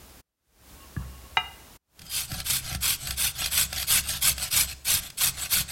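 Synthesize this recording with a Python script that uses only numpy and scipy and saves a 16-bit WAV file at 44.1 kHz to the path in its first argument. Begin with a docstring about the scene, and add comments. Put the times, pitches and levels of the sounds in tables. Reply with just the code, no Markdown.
"""Room air sinks away and swells back, then a potato bumps, rubs and squeaks in a ceramic bowl that clinks
on a plate. After a second fade it is rubbed over a flat steel grater, about three pushes a second.
Pushes tear the flesh and pulls skid back: showers of tiny ruptures drive tooth and sheet resonances.
Struck frame, crockery and table are decaying sines; shaped noise makes the sway, the walls and the air."""
import sys
import numpy as np
from scipy import signal
from scipy.fft import rfft, irfft
from scipy.io import wavfile
from scipy.ndimage import map_coordinates

SR = 44100
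rng = np.random.default_rng(int(sys.argv[2]) if len(sys.argv) > 2 else 0)


def to_wav(s):
    """Save 16-bit WAV."""
    ch = np.atleast_2d(s).T  # columns
    pcm = np.round(np.clip(ch, -1, 1) * 32767)  # PCM
    wavfile.write(sys.argv[1], SR, pcm.astype(np.int16))


N = 251811
T = np.arange(N) / SR  # time in seconds

# Levels in the tables are relative: the mix and the fader scale them further.
# cutting strokes: start_s, length_s, level_db
PUSH_STROKES = [(2.088, 0.19, -29), (2.44, 0.18, -24.5), (2.802, .173, -22.5), (3.158, 0.17, -24),
                (3.497, 0.18, -22), (3.864, 0.16, -19.5), (4.204, .14, -20), (4.5, .17, -20.5),
                (4.843, 0.17, -21.5), (5.17, 0.15, -20.5), (5.489, .158, -21.5)]
# return strokes: start_s, length_s, level_db
PULL_STROKES = [(1.97, 0.14, -50.5), (2.25, 0.19, -36.5), (2.59, 0.19, -33), (2.97, 0.19, -32.5),
                (3.325, 0.18, -31), (3.676, 0.19, -31.5), (4.016, 0.19, -29), (4.35, 0.15, -29.5),
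                (4.66, 0.084, -34.5), (4.985, 0.11, -36.5), (5.322, 0.17, -32), (5.675, 0.053, -33.5)]
# the potato catches on a tooth and jolts the grater: time_s, sheet_ring_db, frame_knock_db
TOOTH_CATCHES = [(1.991, -37, -55), (2.016, -36, -53), (2.064, -40.5, -63), (2.316, -26, -34),
                 (2.4, -22.5, -55), (2.713, -40, -31.5), (2.747, -22.5, -29.5), (3.07, -22.5, -46),
                 (3.106, -19, -42), (3.419, -28, -30), (3.458, -16.5, -43), (3.727, -21.5, -28.5),
                 (3.826, -20.5, -49), (4.379, -24, -34), (5.1, -31, -65)]
# the bowl bumps the table: time_s, level_db
BOWL_THUMPS = [(0.965, -26), (1.371, -41)]
# resonances of the steel sheet, damped by the potato: pitch_hz, width_hz, level_db
SHEET_MODES = [(800, 30, -15), (1220, 58, -10), (1567, 68, -3), (2213, 94, -8.5), (2605, 173, -2.5),
               (3195, 22, -12), (3478, 370, 1), (4270, 37, 4), (4600, 620, -4), (5800, 300, -9),
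               (8090, 390, 0), (9880, 380, -1.5), (11950, 520, -2.5)]
# plastic frame on the plate: pitch_hz, level_db, t60_s
FRAME_MODES = [(596, 7.5, 0.022), (758, 6.5, 0.047), (1340, 2.5, 0.094), (1643, 9, 0.03)]
# spectrum of skidding flesh: pitch_hz, level_db (per Hz)
SKID_COLOUR = [(400, -15.5), (1500, 0.5), (3400, 7), (7000, 1.5), (10000, 3.5), (13000, -1), (16000, -31)]


def pushes(sheet_db=-4.0, flesh_db=-1.5, bite_db=-15.0, clog_db_per_s=0.54):
    """Cutting strokes: flesh crackles on the teeth and rings the sheet; a deep bite adds a lower crunch."""
    # spectra of tearing flesh and of the deep bite: pitch_hz, level_db (per Hz)
    tear_colour = [(400, -52), (1200, -33.5), (2300, -1), (3500, -3), (5500, -4), (7200, -4), (8200, -1.5),
                   (12000, -1.5), (14000, -8.5), (16000, -14)]
    bite_colour = [(150, -36), (280, 7.5), (430, -11), (650, 0), (1000, -1.5), (1400, 7.5), (2200, 5),
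                   (5000, -16.5)]
    force = teeth(rate=400, spread_db=3, release_s=.004, steady=.55)
    tearing = crackle(force, rate=16000, spread_db=2.5)
    tearing = cutters(tearing, rate=85, patchy_db=4.7, width_hz=200)
    flesh = unit(through(tearing, colour(tear_colour)))
    crunch = unit(through(tearing, colour(bite_colour)))
    steel = damped_sheet(crackle(force, rate=7000, spread_db=8), rate=37, patchy_db=-0.5)
    steel = steel * undb(-clog_db_per_s * grated_s())  # shreds gather and damp the sheet
    mix = undb(flesh_db) * flesh + undb(sheet_db) * steel + undb(bite_db) * crunch
    return effort(PUSH_STROKES, skew=0.9, power=1.3) * mix  # pointed, peaking early


def pulls(sheet_db=-3, flesh_db=-3, frame_db=-17, rocking_db=6):
    """Return strokes: flesh skids over the backs of the teeth, the sheet rings patchily, the frame chatters."""
    force = teeth(rate=170, spread_db=3, release_s=.005, steady=.6)
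    skidding = crackle(force, rate=8000, spread_db=3)
    skidding = cutters(skidding, rate=55, patchy_db=5, width_hz=170)
    flesh = unit(through(skidding, colour(SKID_COLOUR)))
    steel = damped_sheet(crackle(force, rate=4300, spread_db=4.5), rate=32, patchy_db=7.0)
    chatter = unit(through(crackle(force, rate=540, spread_db=-0.5), ring(FRAME_MODES)))
    chatter = chatter * undb(rocking_db * rocking())
    mix = undb(flesh_db) * flesh + undb(sheet_db) * steel + undb(frame_db) * chatter
    return effort(PULL_STROKES, skew=1.46, power=0.97) * mix  # round, peaking late


def catches(sheet_db=21.0, snap_db=15.0, frame_db=2):
    """A caught tooth tears free with a short rasp, and the frame knocks on the plate."""
    release = burst(t60=0.026) * np.minimum(T[:SR] / .004, 1)  # 4 ms attack
    rasp = through(blows([(s, db) for s, db, knock in TOOTH_CATCHES]), release)
    knocks = through(blows([(s, knock) for s, db, knock in TOOTH_CATCHES]), ring(FRAME_MODES))
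    steel = undb(sheet_db) * through(rasp, sheet())
    snap = undb(snap_db) * through(rasp, colour(SKID_COLOUR))
    return steel + snap + undb(frame_db) * knocks


def singing(skew=1.5, power=1.3, patchy_db=4):
    """Barely damped by a light touch, the sheet rings on fitfully as grating begins."""
    # the potato first rests lightly: start_s, length_s, level_db
    light_touch = (2.03, .19, -40)
    # barely damped sheet: pitch_hz, level_db, t60_s
    free_modes = [(1640, -27, 0.18), (3160, -2, 0.035), (4890, 3, 0.041)]
    tone = through(crackle(1, rate=680, spread_db=2), ring(free_modes))
    tone = unit(tone * undb(patchy_db * wander(45)))
    return effort([light_touch], skew, power) * tone


def teeth(rate, spread_db, release_s, steady):
    """Force on the teeth: each one bites suddenly and lets go, over a steady drag."""
    force = through(snaps(rate, spread_db), np.exp(-T[:SR // 10] / release_s))
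    return unit(np.sqrt(np.abs(force / force.mean() + steady)))


def crackle(force, rate, spread_db):
    """Cells of the flesh burst in showers, as hard as the teeth pull."""
    return unit(force * snaps(rate, spread_db) * rng.choice([-1, 1], N))


def snaps(rate, spread_db):
    """Tiny ruptures at random moments, of uneven size; rate is per second."""
    sizes = undb(spread_db * np.clip(rng.standard_normal(N), -2, 2))
    return (rng.random(N) < rate / SR) * sizes


def cutters(x, rate, patchy_db, width_hz, count=44):
    """Every tooth has its own pitch, and its level wanders as it works in the flesh."""
    pitches = np.linspace(np.sqrt(450), np.sqrt(15800), count) ** 2
    pitches = pitches * rng.uniform(.98, 1.02, count)
    widths = width_hz * np.sqrt(pitches / pitches.mean())  # higher ones die sooner
    total = np.zeros(N)
    for k, hz in enumerate(pitches):
        total += (-1) ** k * undb(patchy_db * wander(rate)) * resonate(x, hz, widths[k])
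    return unit(total)


def damped_sheet(x, rate, patchy_db, drift_s=.003):
    """The travelling potato covers and frees each mode of the sheet in turn, and its load detunes them."""
    modes = np.zeros(N)
    for hz, width, db in SHEET_MODES:
        modes += undb(db + patchy_db * wander(rate)) * resonate(x, hz, width)
    drifting_s = T + drift_s * wander(5)  # a moving delay bends the pitch
    return unit(map_coordinates(modes, [drifting_s * SR], order=3))


def sheet():
    """Response of the steel sheet, unit energy; wide resonances die soonest."""
    t = T[:SR // 10]
    response = np.zeros(len(t))
    for hz, width, db in SHEET_MODES:
        response += undb(db) * width * np.cos(2 * np.pi * hz * t) * np.exp(-np.pi * width * t)
    return response / np.linalg.norm(response)


def stroke(start, length, skew, power):
    """One arch of the hand's speed, up and back to a stop; skew over 1 peaks late, high power is pointed."""
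    along = np.clip((T - start) / length, 0, 1)
    return np.abs(np.sin(np.pi * along ** skew)) ** power


def effort(rows, skew, power):
    """Strength over time of a series of (start_s, length_s, level_db) strokes."""
    return sum(undb(db) * stroke(start, length, skew, power) for start, length, db in rows)


def grated_s(begin_s=2.36):
    """Time spent grating so far."""
    return np.maximum(T - begin_s, 0)


def rocking(wear_s=0.57):
    """How much the potato rocks on the teeth: 1 while round, decaying towards 0 as it wears flat."""
    return np.exp(-grated_s() / wear_s)


def bowl(rub_db=-2, tap_db=-33, crack_db=8, clink_db=4):
    """The potato taps and rubs the bowl; let go, the bowl clinks against the plate."""
    # the potato slides along the bowl: time_s, level_db
    slide = [(0.72, -83), (0.83, -59), (0.92, -80), (1.0, -63), (1.1, -68.5), (1.27, -63.5), (1.35, -71)]
    # the bowl knocks against the plate: time_s, level_db
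    clinks = [(1.3703, -15.5), (1.3738, -29.5)]
    # bowl under the fingers, then dull tap of the potato in it: pitch_hz, level_db, t60_s
    bowl_modes = [(1092, 0.5, 0.24), (2810, 2, 0.078)]
    tap_modes = [(268, 9.5, 0.0083), (1160, -2, .09), (1690, 6.5, 0.047)]
    # bowl and plate together, with a close pair that beats: pitch_hz, level_db, t60_s
    crockery_modes = [(400, -17.5, 0.072), (740, -1, 0.085), (907, -3, 0.088), (1174, -21.5, 0.27),
                      (1297, -3.5, 0.14), (1596, -1, 0.05), (2053, 1, 0.07), (2016, -28.5, 0.7),
                      (2190, -8.5, 0.041), (2410, -2, 0.11), (2842, 2.5, 0.06), (2835, -9, .27),
                      (2850, -9, .27), (2845, -14, 0.04), (3340, -22, .04), (3730, -20.5, 0.079),
                      (3830, -7.5, 0.081), (3770, -30.5, 0.53), (5000, -29, 0.19), (6330, -26.5, 0.099)]
    rub = curve(slide) * unit(through(rng.standard_normal(N), ring(bowl_modes)))
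    tap = through(blows([(BOWL_THUMPS[0][0], tap_db)]), ring(tap_modes))
    contact = blows(clinks)
    clink = through(contact, ring(crockery_modes))
    crack_colour = colour([(150, -33), (800, 2.5), (2600, -5), (4500, -14.0), (8000, -29.5), (15000, -42)])
    crack = through(through(contact, burst(t60=0.043)), crack_colour)
    return undb(rub_db) * rub + tap + undb(clink_db) * clink + undb(crack_db) * crack


def squeak(start_hz=1100, end_hz=1550, rough=0.23):
    """The wet potato slips on the glaze with a faint, rough, rising squeak."""
    hz = np.interp(T, [1.0, 1.05], [start_hz, end_hz]) * (1 + rough * wander(900))
    level = curve([(0.99, -60), (1.025, -54.5), (1.055, -62.5)])
    return level * np.sin(2 * np.pi * np.cumsum(hz) / SR)


def table(shake_db=1, sway_db=-7, jolt_db=9):
    """The table top booms under blows and jolts; it rumbles and sways under the juddering grater."""
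    # table top: pitch_hz, level_db, t60_s
    table_modes = [(65.5, -7.5, 1), (98, 2.5, 0.076), (132, 0, 0.17), (177.8, -5, 0.19), (298.7, -9, 0.052)]
    top, shaking = ring(table_modes), shake()
    judder = through(shaking * crackle(1, rate=540, spread_db=4), top / np.linalg.norm(top))
    sway_colour = colour([(15, 18), (60, 11), (170, -17), (260, -36), (900, -26)])
    sway = shaking * through(rng.standard_normal(N), sway_colour)
    knocks = blows([(s, knock) for s, db, knock in TOOTH_CATCHES])
    jolts = undb(jolt_db) * rocking() * knocks
    booms = through(blows(BOWL_THUMPS) + jolts, top)
    return undb(shake_db) * judder + undb(sway_db) * sway + booms


def shake(push_db=-19, pull_db=-15, rocking_db=12.5, lean_db_per_s=0.3, settle_s=0.0051):
    """Every stroke shakes the table: pushes more as the hand leans harder, pulls most while the potato rocks."""
    shape = dict(skew=1.0, power=0.97)
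    pushing = undb(push_db + lean_db_per_s * grated_s()) * effort(PUSH_STROKES, **shape)
    pulling = undb(pull_db + rocking_db * rocking()) * effort(PULL_STROKES, **shape)
    settling = np.exp(-T[:SR // 2] / settle_s)
    return through(pushing + pulling, settling / settling.sum())


def kitchen(x, wet_db=-17, t60=0.54, gap_s=0.008):
    """Walls return a soft, duller tail after a short gap."""
    tail = burst(t60) * np.clip(T[:SR] / gap_s - 1, 0, 1)
    walls = colour([(100, 16.0), (3000, 2.5), (7000, 5.0), (15000, -17.0)])
    return x + undb(wet_db) * through(through(x, tail), walls)


def air(air_db=-55):
    """Steady rumble and fainter hiss from shaped noise, with a small difference between the channels."""
    # spectrum of the room air: pitch_hz, level_db (per Hz)
    air_colour = [(15, -37), (25, -11.5), (64, 1), (82, -4.5), (96, -7), (173, -10.5), (552, -16.5),
                  (614, -17), (741, -17), (1660, -21), (2120, -22.5), (15500, -25.5)]
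    # difference between the channels relative to their sum: pitch_hz, level_db
    air_width = [(60, -26.5), (500, -16.5), (2000, -27.5), (8000, -18.5)]
    hz, width_db = np.transpose(air_width)
    mid, side = (through(rng.standard_normal(N), colour(air_colour)) for _ in range(2))
    width = undb(np.interp(np.arange(N // 2 + 1) * SR / N, hz, width_db))
    side = irfft(rfft(side) * width, N)
    return undb(air_db) * np.array([mid + side, mid - side])


def fader(opening_db=5.5, faded_db=-30.5, cut_s=.016, fade_power=4.65):
    """The volume drops almost at once, then swells back, slowly at first, over a constant low floor."""
    # volume fades: cut_start_s, fully_back_s, level_afterwards_db (before the floor is added)
    fades = [(0.204, 0.7, 6), (1.764, 1.983, 0)]
    gain = undb(opening_db)
    for cut, back, db in fades:
        closing = np.clip(1 - (T - cut) / cut_s, 0, 1) ** 2
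        opening = np.clip((T - cut) / (back - cut), 0, 1) ** fade_power
        gain = gain * closing + undb(db) * opening
    return gain + undb(faded_db)


def undb(db):
    """Decibels to gain."""
    return 10 ** (np.asarray(db) / 20)


def unit(x):
    """Scale to rms 1."""
    return x / np.sqrt(np.mean(x ** 2))


def curve(rows):
    """Gain over time from (time_s, level_db) rows, closing within a few ms outside them."""
    s, db = np.transpose(rows)
    outside = np.maximum(np.maximum(s[0] - T, T - s[-1]), 0)
    return undb(np.interp(T, s, db)) * np.exp(-outside / 0.0025)


def wander(rate):
    """Random motion in straight glides, with the given turns a second; spread near 1."""
    count = int(N / SR * rate) + 2
    return np.interp(T * rate, np.arange(count), np.clip(rng.standard_normal(count), -2, 2))


def through(x, response):
    """Pass a sound through an impulse response."""
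    return signal.fftconvolve(x, response)[:N]


def colour(points, size=4096):
    """Causal minimum-phase response with the given (pitch_hz, level_db) spectrum shape and unit energy."""
    hz, db = np.transpose(points)
    bins = np.maximum(np.arange(size // 2 + 1) * SR / size, 1)
    cepstrum = irfft(np.log(undb(np.interp(np.log(bins), np.log(hz), db))))
    cepstrum[1:size // 2] *= 2  # fold the cepstrum to make it causal
    cepstrum[size // 2 + 1:] = 0
    response = irfft(np.exp(rfft(cepstrum)))
    return response / np.linalg.norm(response)


def resonate(x, hz, width):
    """One resonance with gain 1 at its centre."""
    return signal.lfilter(*signal.iirpeak(min(hz, .45 * SR), hz / width, fs=SR), x)


def ring(modes):
    """Decaying sines of a struck body, peak 1; t60 is the time to fall 60 dB."""
    t = T[:SR]
    response = np.zeros(SR)
    for k, (hz, db, t60) in enumerate(modes):
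        decay = np.exp(-np.log(1000) * t / t60)
        response += (-1) ** k * undb(db) * np.sin(2 * np.pi * hz * t) * decay
    return response / np.abs(response).max()


def burst(t60):
    """A dying puff of noise, unit energy."""
    response = rng.standard_normal(SR) * np.exp(-np.log(1000) * T[:SR] / t60)
    return response / np.linalg.norm(response)


def blows(rows):
    """One impulse for each (time_s, level_db) row."""
    x = np.zeros(N)
    for s, db in rows:
        x[int(s * SR)] += undb(db)
    return x


def scene():
    """Bowl, grater and table sound from the centre, inside the air of the room."""
    grating = pushes() + pulls() + catches() + singing()
    return kitchen(grating + bowl() + squeak() + table()) + air()


def record(dry, top_hz=16000):
    """The fader dips twice and a steep low-pass cuts the top."""
    low_pass = signal.ellip(10, .2, 80, top_hz, fs=SR, output="sos")
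    return signal.sosfilt(low_pass, dry * fader())


dry = scene()
out = record(dry)
to_wav(out)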